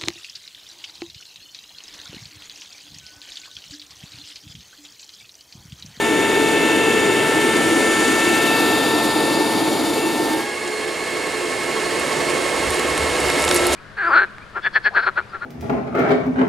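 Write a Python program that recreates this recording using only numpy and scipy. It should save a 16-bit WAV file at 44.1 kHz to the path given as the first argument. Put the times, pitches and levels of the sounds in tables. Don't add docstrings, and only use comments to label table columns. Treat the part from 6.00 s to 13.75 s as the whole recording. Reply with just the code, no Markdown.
import sys
import numpy as np
from scipy import signal
from scipy.fft import rfft, irfft, next_fast_len
from scipy.io import wavfile
from scipy.ndimage import uniform_filter1d, map_coordinates

SR = 44100
rng = np.random.default_rng(int(sys.argv[2]) if len(sys.argv) > 2 else 0)


def waveform_to_disk(signal):
    frames = np.transpose(np.atleast_2d(signal))
    scaled = np.clip(frames, -1, 1) * 32767
    samples = np.round(scaled).astype(np.int16)
    wavfile.write(sys.argv[1], SR, samples)


N = 341775
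TIME = np.arange(N) / SR
DRIVEN_CM = 20 * TIME


def amp(db):
    return np.exp(np.asarray(db) * (np.log(10) / 20))


def unit(x):
    return x / np.sqrt(np.mean(x ** 2) + 1e-20)


def along(points, hz):
    f, v = np.transpose(points)
    return np.interp(np.log(hz + 1), np.log(f + 1), v)


def curves(rows):
    s, *cols = np.transpose(rows)
    return [np.interp(TIME, s, c) for c in cols]


def wobble(rate):
    coarse = TIME[::32]
    knots = rng.standard_normal(int(N * rate / SR) + 4)
    return np.interp(TIME, coarse, map_coordinates(knots, [coarse * rate], order=2))


def swells(rows):
    return np.sqrt(sum(amp(2 * db) * np.exp(-2 * ((TIME - s) / half_s) ** 2) for s, db, half_s in rows))


def filtered(x, response):
    m = next_fast_len(N + 8192)
    return irfft(rfft(x, m) * response(np.fft.rfftfreq(m, 1 / SR)), m)[..., :N]


def rush(spectrum):
    top_hz = spectrum[-1][0]
    white = rng.standard_normal(N)
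    return unit(filtered(white, lambda hz: amp(along(spectrum, hz)) / (1 + (hz / top_hz) ** 8)))


def angle(hz):
    return 2 * np.pi * (np.cumsum(hz) / SR + rng.random())


def tone(phase, db):
    return np.sqrt(2) * amp(db) * np.sin(phase)


def duct(hz, width_hz):
    m = next_fast_len(N)
    gain = 1 / (1 + ((np.fft.rfftfreq(m, 1 / SR) - hz) / width_hz) ** 2)
    real, imag = rng.standard_normal((2, len(gain)))
    return unit(irfft(gain * (real + 1j * imag), m)[:N])


def passing_db(front_db, side_db, rear_db, at_cm, reach_cm):
    past = (DRIVEN_CM - at_cm) / reach_cm
    end_db = np.where(past < 0, front_db, rear_db)
    return end_db + (side_db - end_db) / (1 + past ** 2)


def carpet_roller(bite_db=4, bite_s=0.22):
    # frequency in Hz, relative level in dB.
    rumble = [(20, -60), (32, -50), (45, -46), (75, -25.5), (115, -12), (185, -9.5), (235, -6), (310, 4.5),
              (390, -7), (450, -1.5), (500, -7), (580, -6)]
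    level_db = passing_db(-23, -22.5, -29, at_cm=65, reach_cm=15) - bite_db * np.exp(-TIME / bite_s)
    return rush(rumble) * amp(level_db + 0.36 * wobble(23.7))


def floor_colour(x, depth_db=0.46):
    bands = signal.stft(x, nperseg=512)[2]
    drift = uniform_filter1d(rng.standard_normal(bands.shape), size=3, axis=0)
    drift = uniform_filter1d(drift, size=90, axis=1)
    return signal.istft(bands * amp(depth_db * unit(drift)), nperseg=512)[1][:N]


def carpet_air():
    # frequency in Hz, relative level in dB.
    housing_eq = [(380, -32), (520, -1), (680, 4.5), (800, 1.5), (1000, 0.5), (1250, -3), (1500, -10.5),
                  (2200, -54)]
    suction_eq = [(1000, -13), (1450, -1), (1650, 0), (2000, -1.5), (2400, -1.5), (3000, 0), (3500, -3.5),
                  (3900, -11), (5000, -16)]
    exhaust_eq = [(3000, -12.5), (3700, -2), (4000, -4), (4350, -1), (4900, -7), (5200, -8), (6000, -13)]
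    hiss_eq = [(4500, -28), (5200, -3.5), (5600, 1.5), (6000, -0.5), (6800, 3), (7500, 1), (8200, 0),
               (8800, 3), (9600, -1.5), (10400, -5.5), (11200, -9), (13000, -35)]
    fizz_eq = [(9500, -27), (10600, 0), (11200, -3.5), (11900, -2), (13000, -2), (13700, -5), (14500, -6),
               (15700, -17)]
    housing = rush(housing_eq) * amp(passing_db(-29.5, -26.5, -35, at_cm=61, reach_cm=31.5))
    suction = rush(suction_eq) * amp(passing_db(-27, -26, -36, at_cm=42, reach_cm=19.5))
    suction *= amp(0.32 * wobble(40))
    exhaust = rush(exhaust_eq) * amp(passing_db(-38, -30, -41, at_cm=62.5, reach_cm=26))
    hiss = rush(hiss_eq) * amp(passing_db(-34.6, -30, -36.5, at_cm=43, reach_cm=10))
    fizz = rush(fizz_eq) * amp(passing_db(-43.5, -35.5, -40.5, at_cm=51.5, reach_cm=6))
    flutter = amp(1.04 * wobble(60))
    return housing + floor_colour(suction + (exhaust + hiss + fizz) * flutter)


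def carpet_ducts(shade_db=11):
    # pitch in Hz, width in Hz, level alongside in dB, travel to there in cm, reach in cm.
    resonances = [(234, 13, -36.5, 38, 130), (322.5, 33, -26, 48, 83), (412.5, 67, -21, 14, 26),
                  (534, 25, -37.5, 77, 34), (878, 13, -32, 71, 34), (2100, 12, -36.5, 27, 30),
                  (3600, 77, -36.5, 11, 21), (3660, 160, -32, 55, 14), (4800, 92, -37.5, 57, 37),
                  (8250, 140, -41, 28, 17), (9050, 100, -43.5, 38, 50), (9480, 150, -39, 64, 9.9),
                  (9880, 170, -38.5, 37, 14), (10080, 170, -41, 71, 16), (10900, 130, -51, 38, 35),
                  (13400, 200, -52, 16, 50)]
    return sum(duct(hz, width_hz) * amp(passing_db(db - shade_db, db, db - shade_db, at_cm, reach_cm))
               for hz, width_hz, db, at_cm, reach_cm in resonances)


def exhaust_whistle(shaft):
    # centre in seconds, relative level in dB, half length in seconds.
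    catches = [(.78, -23.5, 0.69), (2.45, -24.5, 0.58), (3.3, -31.5, 0.4), (4.05, -31, 0.16)]
    whistle = tone(angle(6 * shaft + 6 + 18 * wobble(60)), -7.5 + 2 * wobble(45))
    breath = amp(-7) * duct(hz=2648, width_hz=53)
    return (whistle + breath) * swells(catches)


def carpet_motor(gear_ratio=15.75, null_db=7, null_cm=4.6):
    # time in seconds, shaft speed in Hz.
    speed = [(0, 445.7), (.5, 445.4), (1.2, 444.6), (1.9, 445.2), (2.6, 446.5), (3.4, 447), (3.85, 447.9),
             (4.4, 448.2)]
    # order, travel in cm at which its floor echo cancels it, levels in dB in front,
    # alongside and behind, travel in cm when alongside, reach in cm.
    orders = [(2, 77, -29, -38.5, -29, 45, 8.8), (3, 71.6, -36, -29, -45, 45, 26),
              (4, 76.4, -26.5, -23.5, -33.5, 45.4, 19), (5, 58.3, -31.5, -31.5, -41.5, 44, 21)]
    # time in seconds, relative level of the whine in dB.
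    whine_ride = [(0.0, -40), (0.36, -39.5), (1.05, -37), (1.39, -44), (1.84, -36.5), (3.63, -41.5),
                  (4.05, -40), (4.3, -53)]
    shaft_hz = curves(speed)[0]
    shaft = angle(shaft_hz * (1 + 0.00037 * wobble(23.7)))
    hum = tone(shaft, -38 + 3 * wobble(8))
    for order, cancel_cm, *path in orders:
        dip_db = null_db * np.exp(-((DRIVEN_CM - cancel_cm) / null_cm) ** 2)
        hum += tone(order * shaft, passing_db(*path) - dip_db + 0.5 * wobble(22.12))
    gear = angle(gear_ratio * shaft_hz * (1 + 0.000347 * wobble(29.9)))
    whine = tone(gear, curves(whine_ride)[0] - 0.3 + 0.77 * wobble(29.2))
    return hum + whine + exhaust_whistle(shaft_hz)


def nearing_db(far_db, near_db, lateness=1):
    # time in seconds, closeness from 0 to 1.
    approach = [(4.5, 0), (5.4, .27), (6.15, 0.67), (7.15, 0.8), (7.45, 0.94), (7.75, .95)]
    return far_db + (near_db - far_db) * curves(approach)[0] ** lateness


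def tile_motor(free_hz=441.6, slow_hz=50, start_s=4.25, spin_s=0.38):
    # order, level far in dB, level near in dB, lateness, extra dB under full strain.
    orders = [(1, -29, -35, 1, -25), (2, -48.5, -35, 2, 24), (3, -39, -23, 6.4, -29), (4, -37.5, -36, 1, 3)]
    strain = np.exp(-np.maximum(TIME - start_s, 0) / spin_s)
    shaft = angle((free_hz - slow_hz * strain) * (1 + 0.00068 * wobble(20)))
    return sum(tone(order * shaft, nearing_db(*rise) + strain_db * strain + wobble(14))
               for order, *rise, strain_db in orders)


def side_brush(sweep_hz=11.5, gear_hz=1086):
    sweep = np.sin(angle(sweep_hz * (1 + 0.015 * wobble(3.3))))
    gear = angle(gear_hz + 16 * sweep + 10 * wobble(60))
    gear_db = np.interp(TIME, [4.5, 6.2, 7.1, 7.7], [-39, -34.5, -32, -50])
    return tone(gear, gear_db) * (1 + 1.05 * sweep)


def drives():
    # pitch in Hz, wander in Hz, level far in dB, level near in dB.
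    notes = [(360.7, 2.5, -37, -33.5), (430, 2.5, -36, -35), (2148, 6, -35, -31)]
    return sum(tone(angle(hz + wander_hz * wobble(30)), nearing_db(*rise) + wobble(25))
               for hz, wander_hz, *rise in notes)


def tile_roller():
    # frequency in Hz, relative level in dB.
    rumble = [(28, -46), (48, -36), (80, -38), (110, -17), (150, -13), (200, -10.5), (270, -1.5),
              (340, 0.5), (430, 0), (540, 0.5), (660, -12)]
    return rush(rumble) * amp(nearing_db(-32, -23.5, lateness=0.81) + 0.72 * wobble(24))


def tile_air():
    # frequency in Hz, relative level in dB.
    housing_eq = [(450, -9), (620, 5.5), (780, 0.5), (950, 0.5), (1200, -0.5), (1450, -7), (1900, -6),
                  (2600, -43)]
    suction_eq = [(1300, -14.5), (1620, 6.5), (1830, 3), (2000, 6), (2400, 1), (2750, 5), (3100, -2.5),
                  (3500, -3), (4300, -1.5), (5200, -5), (6200, -16), (8000, -40)]
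    hiss_eq = [(4500, -11), (5300, 0.5), (6000, -3.5), (6600, 2.5), (7400, 1.5), (8800, 1.5), (9900, -1),
               (11000, -6.5), (12300, -13), (13600, -14), (15700, -19)]
    # pitch in Hz, width in Hz, level far in dB, level near in dB.
    resonances = [(157.6, 11, -52, -40), (353.7, 8.3, -36.5, -28), (494, 3.6, -40.5, -30.5),
                  (644, 94, -71, -30), (1820, 20, -55, -44), (2200, 34, -37, -30), (2680, 25, -49, -50),
                  (2960, 30, -66, -36), (3236, 22, -44, -38.5), (3740, 51, -65, -35),
                  (4270, 46, -41, -42.5)]
    scrape = amp(0.47 * wobble(70))
    housing = rush(housing_eq) * amp(nearing_db(-32, -22.5, lateness=0.96))
    suction = rush(suction_eq) * amp(nearing_db(-30.5, -23))
    hiss = rush(hiss_eq) * amp(nearing_db(-35.5, -27.5, lateness=0.96))
    ducts = sum(duct(hz, width_hz) * amp(nearing_db(*rise)) for hz, width_hz, *rise in resonances)
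    return (housing + suction + hiss) * scrape + ducts


def wheels(bump_half_s=0.045):
    # frequency in Hz, relative level in dB.
    boom = [(18, -32), (32, -19), (45, -5), (62, -3), (76, 11), (90, -7), (110, -2)]
    # time in seconds, relative level in dB.
    bumps = [(6.62, -38), (6.69, -26), (6.91, -34), (7.03, -28.5), (7.13, -31), (7.26, -29), (7.49, -37),
             (7.72, -27)]
    rolling = amp(nearing_db(-66, -35, lateness=2.2))
    jolts = swells([(s, db - 1, bump_half_s) for s, db in bumps])
    return rush(boom) * (rolling + jolts)


def ticks(times, sizes, hz, t60):
    t = np.arange(SR // 70) / SR
    cycles = hz[:, None] * t
    envelope = (1 - np.exp(-cycles ** 2)) * amp(-60 * t / t60)
    rings = sizes[:, None] * np.sin(2 * np.pi * cycles) * envelope
    at = (times * SR).astype(int)[:, None] + np.arange(len(t))
    return np.bincount(at.ravel(), rings.ravel(), N)[:N]


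def seeds(spread=0.104, mode_count=7):
    # start in seconds, relative level in dB, centre of the ring in Hz.
    strikes = [(4.6768, -20, 7750), (5.9968, -17, 9570), (6.299, -19, 9500), (6.705, -14, 9690),
               (6.7436, -17, 8940), (6.978, -14, 9320), (7.202, -15, 9250), (7.421, -14, 8190),
               (7.448, -13, 9040), (7.4894, -10, 7600), (7.5445, -10, 11100), (7.5605, -8, 9000),
               (7.6682, -7.5, 9880), (7.7404, -11, 7900)]
    s, db, hz = np.transpose(strikes)
    scatter = rng.uniform(-1.7, 1.7, (len(s), mode_count))
    ring = sum(ticks(s, amp(db - 13), hz * np.exp(spread * shift), t60=0.023) for shift in scatter.T)
    click = ticks(s, amp(db - 1), 0.52 * hz, t60=0.0031)
    return ring + click


def litter(low_hz=2400, high_hz=11200, clump=0.8):
    # centre in seconds, relative level in dB, half length in seconds.
    tufts = [(6.74, -33, 0.046), (7.32, -31.5, .07), (7.44, -26.5, .05), (7.545, -25, 0.059),
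             (7.75, -23, .05)]
    flow = np.hypot(amp(nearing_db(-68.5, -37.5, lateness=1.4)), swells(tufts))
    rate = 800 * np.sqrt(flow / flow.max())
    times = TIME[rng.random(N) < rate * np.exp(clump * wobble(45)) / SR]
    sizes = amp(rng.uniform(-3.4, 3.4, len(times)))
    modes = rng.uniform(low_hz, high_hz, size=(len(times), 4))
    grains = sum(ticks(times, sizes, hz, t60=0.004) for hz in modes.T)
    return unit(grains / np.sqrt(rate)) * flow * amp(1)


def stalks(spread=0.079, crack_t60=0.014):
    # start in seconds, relative level in dB.
    hits = [(6.795, -14), (6.977, -12.5), (6.987, -23), (7.301, -10), (7.44, -15), (7.479, -11),
            (7.512, -8), (7.556, -18), (7.72, -23)]
    s, db = np.transpose(hits)
    modes_hz = [640, 955, 1440, 2180, 2950, 3950]
    scatter = rng.standard_normal((len(s), len(modes_hz)))
    knock = sum(ticks(s, amp(db - 6), hz * np.exp(spread * shift), t60=0.016)
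                for hz, shift in zip(modes_hz, scatter.T))
    snap = sum((TIME >= at) * amp(level - 3 - 60 * np.abs(TIME - at) / crack_t60) for at, level in hits)
    return knock + snap * rush([(800, 2.5), (4000, -1), (10500, -6)])


def room(x, t60=0.41):
    # frequency in Hz, reverb level in dB.
    wall_eq = [(60, -20), (330, -21), (800, -10), (3000, -13.5), (8500, -12), (11000, -22), (14000, -67)]
    t = np.arange(SR // 3) / SR
    tail = rng.standard_normal(len(t)) * amp(-60 * t / t60)
    wet = signal.fftconvolve(x, tail / np.linalg.norm(tail))[:N]
    return filtered(wet, lambda hz: amp(along(wall_eq, hz)))


def direction(mid):
    # time in seconds, pan as side share (left is positive).
    pan = [(0, 0.14), (2.2, 0.15), (3.2, 0.1), (4.2, 0.043), (4.6, -0.15), (6.5, -0.21), (7.75, -0.09)]
    # frequency in Hz, weight of the pan.
    pan_weight = [(230, 0), (520, 1.35), (1200, 0.99), (2000, 0.75), (3200, 1.1), (7000, 0.86),
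                  (11000, 0.15)]
    # frequency in Hz, side share a quarter cycle ahead, so that the left leads.
    phase_lead = [(70, 0.11), (320, 0.34), (700, 0.18), (1300, 0.26), (2100, .02), (10000, 0.012)]
    bearing = curves(pan)[0] * filtered(mid, lambda hz: along(pan_weight, hz))
    return bearing + filtered(mid, lambda hz: 1j * along(phase_lead, hz))


def scene():
    # time in seconds, carpet gain, tile gain.
    crossfade = [(4.2, 0.98, 0.089), (4.32, 0.98, 0.37), (4.41, 0.58, 0.72), (4.48, 0.071, 0.75)]
    on_carpet, on_tiles = curves(crossfade)
    noise = on_carpet * (carpet_roller() + carpet_air() + carpet_ducts())
    noise += on_tiles * (tile_roller() + tile_air() + wheels() + litter())
    noise += seeds() + stalks()
    tones = on_carpet * carpet_motor() + on_tiles * (tile_motor() + side_brush() + drives())
    mid = noise + tones
    side = direction(mid) + room(noise + 0.64 * tones)
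    return np.array([mid + side, mid - side])


def record(dry, bass_hz=34, top_hz=15750):
    return filtered(dry, lambda hz: (hz < top_hz) * hz ** 4 / (hz ** 4 + bass_hz ** 4))


dry = scene()
out = record(dry)
waveform_to_disk(out)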